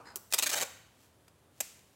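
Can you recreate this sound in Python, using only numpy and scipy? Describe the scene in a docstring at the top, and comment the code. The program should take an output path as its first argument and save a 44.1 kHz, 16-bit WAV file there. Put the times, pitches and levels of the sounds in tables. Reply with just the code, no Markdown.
"""Masking tape off the roll

A small workshop, close to the microphone: fingers rub a roll of paper tape and pick the end free.
The glue lets go in jerks that run together into a rasp; each jerk is a volley of tiny snaps that
also drums the free strip. About a second later the strip is torn off with one sharp click.
The room rings briefly behind it, over a steady low rumble."""
import sys
import numpy as np
from scipy import signal
from scipy.fft import rfft, irfft
from scipy.io import wavfile

SR = 44100
rng = np.random.default_rng(int(sys.argv[2]) if len(sys.argv) > 2 else 0)


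def digitize_waveform(pressure):
    """Quantize a signal to 16-bit integers and store it at the path in sys.argv[1].

    Rows of a 2-D input are taken as channels; values are limited to [-1, 1].
    """
    field = np.atleast_2d(pressure).T
    bounded = np.clip(field, -1, 1)
    quanta = np.round(bounded * 32767).astype(np.int16)
    wavfile.write(sys.argv[1], SR, quanta)


N = 85995
T = np.arange(N) / SR

# jerks of the peel: start_s, length_s, crackle_db, tilt_db_per_octave, drum_db
PEEL_JERKS = [(0.303, .006, -56, 3, -80), (0.31, 0.024, -50.5, 3.5, -78), (0.3347, 0.011, -25, 1.5, -44.5),
              (.386, .011, -27.5, .5, -52), (.423, 0.019, -28, 0.5, -50.5),
              (0.4592, .017, -28.5, -.5, -50.5), (0.491, 0.013, -31, 0, -53.5),
              (0.513, .010, -34.5, 0, -47), (.525, .019, -29.5, -0.87, -41), (0.555, 0.019, -34, 1, -41.5),
              (0.574, 0.016, -32.5, -1.4, -48), (.608, 0.015, -31.5, -0.5, -40.5),
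              (.623, .011, -32.5, 0.5, -40)]
# spectrum of a glue snap: frequency_hz, level_db
SNAP_COLOUR = [(88, -29.5), (150, -21), (205, -16.5), (275, -7.5), (398, -15), (589, -5), (805, -3.5),
               (1450, -4), (1900, -0.5), (2870, -1), (3550, -1.5), (7770, -1), (9260, -5), (14200, -8.5),
               (16000, -9.5)]
# note of the free strip as it is stretched: time_s, pitch_hz
STRIP_NOTE = [(.34, 494), (.39, 364), (.44, 286), (.495, 270), (.515, 592), (.55, 650), (.59, 527),
              (.63, 543)]
# modes of the free strip: pitch_ratio, width_hz, level_db
STRIP_MODES = [(1, 168, -2), (1.38, 146, -5), (2, 260, -10), (2.7, 200, -11)]
# single cracks of the glue: start_s, level_db, tilt_db_per_octave
GLUE_CRACKS = [(0.1584, -12, 6.5), (0.1643, -19.5, 9.5), (0.1713, -21, 9.5), (.325, -10.5, 0),
               (0.3365, -6, 1.5), (.3401, -10.5, 1), (0.3428, -10, 3.5), (.3818, -17, 0.5),
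               (.3857, -8.5, 1), (0.3889, -6, 4), (.4245, -11, 0), (.4275, -14, 10), (0.4366, -18, 4.5),
               (0.442, -23, 4), (.4735, -13, 9), (0.5543, -19.5, 1), (0.5989, -17, 1.5),
               (0.6044, -16, -0.5), (.616, -16, 2.5), (1.7925, -43, 1.5)]
# ringing of the roll and the paper: pitch_hz, level_db, t60_s
ROLL_MODES = [(1920, -45.5, 0.033), (2393, -40, .045), (3630, -39, 0.034), (3910, -38, 0.03),
              (6490, -28, 0.0082), (7340, -26.5, 0.0064)]
# the tight roll rings at two hard cracks: start_s, level_db
ROLL_RINGS = [(0.326, -34), (0.3371, -31)]
# spectrum of the tear at the microphone: frequency_hz, level_db
TEAR_COLOUR = [(100, -33), (250, 3), (650, -3.5), (1100, -9), (2000, 1.5), (3200, -1.5), (4300, -4.5),
               (5500, -0.5), (7300, 7.5), (9000, 1), (11500, -1.5), (12800, 2), (16000, -12)]
# ringing of the torn strip: pitch_hz, level_db, t60_s
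TEAR_MODES = [(1740, -36, 0.02), (2360, -33, 0.021), (3270, -35, .018), (5250, -34, .018),
              (7250, -30, 0.014)]
# fingers knock on the cardboard core: start_s, level_db, tilt_db_per_octave
CORE_KNOCKS = [(.160, -23, -3), (1.2805, -38, 3.5)]
# hollow ring of the core: pitch_hz, level_db, t60_s
CORE_MODES = [(380, -5.5, 0.049), (1000, -4, .025), (1300, -6, .025), (1850, -8, .02), (3400, -11, .015)]
# the roll shuddering in the hand: pitch_hz, width_hz, level_db
JUDDER_MODES = [(151, 50, 1), (270, 62, -1)]
# fingers and sleeves rubbing: time_s, level_db
BRUSH_LEVEL = [(0, -52), (.03, -59), (.06, -57.5), (.12, -59.5), (.17, -59), (.26, -78), (.32, -82)]
# spectrum of that rubbing: frequency_hz, level_db
BRUSH_COLOUR = [(59, -54), (100, -7.5), (1060, -5.5), (1460, -6.5), (2020, -29), (2470, -18.5), (3470, -33),
                (4150, -27.5), (12000, -38), (15600, -93), (22000, -120)]
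# resonances under a dragging fingertip: pitch_hz, half_width_hz, level_db
DRAG_MODES = [(970, 130, 3.5), (1630, 300, 3.5), (4140, 280, -5.5), (4990, 120, 3), (6900, 1300, -15)]
# the taut strip rustling in the fingers: time_s, level_db
RUSTLE_LEVEL = [(.9, -76), (1.04, -66.5), (1.12, -77), (1.3, -78.5), (1.5, -82), (1.59, -67), (1.62, -73)]
# what the peel throws into the room: frequency_hz, level_db
PEEL_ROOM_COLOUR = [(200, 0), (550, -1), (1000, 4), (2000, 0), (7000, -1), (15000, -1)]
# what the tear throws sideways into the room: frequency_hz, level_db
TEAR_ROOM_COLOUR = [(150, -21), (500, -4.5), (1200, -7.5), (2400, -1), (4200, -4), (7400, 4), (10000, -3.5),
                    (13000, -4), (16000, -10)]
# decay of the workshop: frequency_hz, t60_s
ROOM_DECAY = [(150, 0.57), (600, 0.53), (2500, 0.78), (7000, 0.57), (15000, 0.53)]
# spectrum of the room tone: frequency_hz, level_db
ROOM_TONE_COLOUR = [(15, -66), (25, -35), (82, 1), (170, -5), (236, -7), (607, -11), (775, -13.5),
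                    (1020, -15), (1650, -19), (1840, -21.5), (2610, -23.5), (3340, -23.5), (5430, -30.5),
                    (10400, -27), (16000, -34.5)]

ATTACK_S = 0.0013  # rise of a burst


def peel():
    """Each jerk is a volley of snaps that sounds the roll and drums the free strip."""
    train = snaps(per_s=520)
    train -= train.mean()
    note_hz = np.interp(T, *np.transpose(STRIP_NOTE))
    flutter = rng.standard_normal(N)
    drum = sum(amp(db) * band(flutter, note_hz * ratio, width) for ratio, width, db in STRIP_MODES)
    out = np.zeros(N)
    for start, length, crackle_db, tilt_db, drum_db in PEEL_JERKS:
        volley = train * gate(start, length, fall_s=0.003)
        crackle = through(volley, glue_snap(tilt_db))
        drumming = drum * gate(start, length, fall_s=0.0083)
        out += levelled(crackle, length, crackle_db) + levelled(drumming, length, drum_db)
    return out


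def glue_snap(tilt_db):
    """The roll's answer to one snap: a tick, short modes and a spray from the paper."""
    roll = ringing(ROLL_MODES) + amp(1.5) * scatter(decay_s=0.0015)
    return signal.fftconvolve(roll, colour(SNAP_COLOUR, tilt_db))


def cracks():
    """Larger patches of glue let go all at once."""
    out = np.zeros(N)
    for start, db, tilt_db in GLUE_CRACKS:
        crack = amp(db) * glue_snap(tilt_db)
        out[round(start * SR):][:len(crack)] += crack
    return out


def roll_rings(pitch_hz=2454, t60_s=0.044, size=2048):
    """A hard crack leaves the wound roll ringing for a moment."""
    out, t = np.zeros(N), T[:size]
    for start, db in ROLL_RINGS:
        out[round(start * SR):][:size] += amp(db - 60 * t / t60_s) * np.sin(2 * np.pi * pitch_hz * t)
    return out


def tear(start_s=1.604, length_s=0.008, level_db=-27.5):
    """Fibres break in one quick run and the slack strip pops; gives direct sound and room feed."""
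    run = gate(start_s - ATTACK_S / 2, length_s, fall_s=0.00072)
    first_break = signal.unit_impulse(N, round(start_s * SR))
    fibres = (snaps(per_s=1000) + 0.69 * rng.standard_normal(N)) * run + amp(19) * first_break
    strip = ringing(TEAR_MODES) + scatter(decay_s=0.0027) / 2
    rip = through(fibres, signal.fftconvolve(colour(TEAR_COLOUR), strip))
    pop = band(first_break, hz=656, width_hz=300)
    pop = np.roll(pop, round(length_s / 2 * SR))  # halfway through the run
    direct = levelled(rip, length_s, level_db) + levelled(pop, length_s, db=-44)
    thrown = through(first_break, colour(TEAR_ROOM_COLOUR))
    return direct, levelled(thrown, length_s, level_db)


def knocks(size=4096):
    """The cardboard core answers a finger with a dull tick and a short hollow ring."""
    out, t = np.zeros(N), T[:size]
    lowest_hz = CORE_MODES[0][0]
    for start, db, tilt_db in CORE_KNOCKS:
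        ring = np.zeros(size)
        for hz, mode_db, t60 in CORE_MODES:
            tilted_db = mode_db + tilt_db * np.log2(hz / lowest_hz)
            ring += amp(tilted_db - 60 * t / t60) * np.cos(2 * np.pi * hz * t)
        spray = signal.fftconvolve(scatter(decay_s=0.003, size=size), colour(SNAP_COLOUR))[:size]
        tick = amp(2 + 2 * tilt_db) * spray / 2
        out[round(start * SR):][:size] += amp(db) * (ring / np.linalg.norm(ring) + tick)
    return out


def handling(drag_start_s=0.053, drag_length_s=0.052):
    """Sleeves brush, a fingertip drags over the roll, and the held strip rustles faintly."""
    brush = unit_rms(through(rng.standard_normal(N), colour(BRUSH_COLOUR)))
    brush *= amp(np.interp(T, *np.transpose(BRUSH_LEVEL), right=-120))
    slips = snaps(per_s=790) * gate(drag_start_s, drag_length_s, fall_s=0.023)
    drag = sum(amp(db) * band(slips, hz, 2 * half_width) for hz, half_width, db in DRAG_MODES)
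    crinkle = snaps(per_s=400) + 0.8 * rng.standard_normal(N)
    rustle = unit_rms(through(crinkle, colour(SNAP_COLOUR, tilt_db=1)))
    rustle *= amp(np.interp(T, *np.transpose(RUSTLE_LEVEL)))
    return brush + levelled(drag, drag_length_s, db=-53.5) + rustle


def judder(start_s=0.55, length_s=0.073):
    """The turning core shudders against the fingers near the end of the pull."""
    shake = rng.standard_normal(N) * gate(start_s, length_s, fall_s=0.011)
    shudder = sum(amp(db) * band(shake, hz, width) for hz, width, db in JUDDER_MODES)
    return levelled(shudder, length_s, db=-56.5)


def workshop(build_up_s=0.0096):
    """Two paths to the microphone: direct with quick echoes off table and body, and a diffuse tail."""
    hz, t, spectra = signal.stft(rng.standard_normal(SR), SR, nperseg=256)
    decay = amp(-60 * t / at_frequency(ROOM_DECAY, hz)[:, None])
    tail = signal.istft(spectra * decay, SR, nperseg=256)[1][:SR]
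    tail *= np.minimum(T[:SR] / build_up_s, 1)
    near = (T[:SR] == 0) + amp(-13.5) * scatter(decay_s=0.0073, size=SR)
    return near, tail / np.linalg.norm(tail)


def room_tone(level_db=-65.5):
    """Steady low rumble and faint hiss."""
    gain = amp(at_frequency(ROOM_TONE_COLOUR, np.fft.rfftfreq(N, 1 / SR)))
    spectrum = rfft(rng.standard_normal(N)) * gain
    return amp(level_db) * unit_rms(irfft(spectrum, N))


def snaps(per_s, jitter=0.35, spread_db=2.5, fizz=0.38, count=3000):
    """Unevenly spaced tiny snaps over a fine fizz."""
    gap, strength = rng.standard_normal((2, count))
    at = (np.cumsum(np.exp(jitter * gap)) / per_s * SR).astype(int)
    gain = amp(spread_db * np.clip(strength, -2, 2))
    train = np.bincount(at[at < N], gain[at < N], N)
    return unit_rms(train) + fizz * rng.standard_normal(N)


def ringing(modes, size=2048):
    """A tick followed by dying modes."""
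    t = T[:size]
    return (t == 0) + sum(amp(db - 60 * t / t60) * np.cos(2 * np.pi * hz * t) for hz, db, t60 in modes)


def scatter(decay_s, size=2048):
    """A short dying spray of echoes, of unit energy."""
    age = T[:size] / decay_s
    spray = rng.standard_normal(size) * np.exp(-age) * (1 - np.exp(-4 * age))
    return spray / np.linalg.norm(spray)


def colour(points, tilt_db=0, dispersion_s=0.000489, size=2048):
    """Unit-energy response with this spectrum and tilt per octave; in paper the lows travel slower."""
    hz = abs(np.fft.fftfreq(size, 1 / SR))
    db = at_frequency(points, hz) + tilt_db * np.log2(np.maximum(hz, 500) / 4000)
    minimum_phase = np.exp(signal.hilbert(np.log(amp(db))).conj())[:size // 2 + 1]
    delay_s = dispersion_s * np.linspace(1, 0, len(minimum_phase))
    lag = np.exp(-2j * np.pi * np.cumsum(delay_s) * SR / size)
    response = irfft(minimum_phase * lag)[:size // 2]
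    return response / np.linalg.norm(response)


def band(x, hz, width_hz):
    """A resonance that can follow a pitch curve, applied twice for steep skirts."""
    turn = np.exp(2j * np.pi * np.cumsum(hz * np.ones(N)) / SR)
    pole = np.exp(-np.pi * width_hz / SR)
    for _ in range(2):
        x = 2 * (turn * signal.lfilter([1 - pole], [1, -pole], x / turn + 1e-18)).real
    return x


def gate(start_s, length_s, fall_s):
    """Attack, hold and exponential release."""
    attack = np.clip((T - start_s) / ATTACK_S, 0, 1)
    return attack * np.exp(-np.maximum(T - start_s - length_s, 0) / fall_s)


def levelled(x, length_s, db):
    """Sets a burst's level over its length."""
    return x * amp(db) * np.sqrt(length_s * SR / (np.sum(x ** 2) + 1e-20))


def through(x, response):
    """Convolves and keeps the scene's length."""
    return signal.fftconvolve(x, response)[:N]


def at_frequency(points, hz):
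    """Reads a curve on a log-frequency axis."""
    point_hz, value = np.transpose(points)
    return np.interp(np.log(hz + 1), np.log(point_hz), value)


def amp(db):
    """Decibels to gain."""
    return 10 ** (np.asarray(db) / 20)


def unit_rms(x):
    """Scales to an rms of one."""
    return x / np.sqrt(np.mean(x ** 2) + 1e-20)


def scene():
    """Peel, handling and tear close to one microphone, with the workshop behind."""
    near, tail = workshop()
    pull = peel() + cracks() + roll_rings() + handling() + knocks() + judder()
    pull_tail = amp(-13) * signal.fftconvolve(tail, colour(PEEL_ROOM_COLOUR))[:SR]
    pull_at_mic = through(pull, near + pull_tail)
    rip, thrown = tear()
    tear_at_mic = through(rip, near) + amp(-11.5) * through(thrown, tail)
    return (pull_at_mic + tear_at_mic + room_tone())[None]


def record(dry):
    """The recorder's band limit at 16 kHz."""
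    lowpass = signal.firwin(511, 16000, window=("kaiser", 9), fs=SR)
    return signal.oaconvolve(dry, lowpass[None], "same")


dry = scene()
out = record(dry)
digitize_waveform(out)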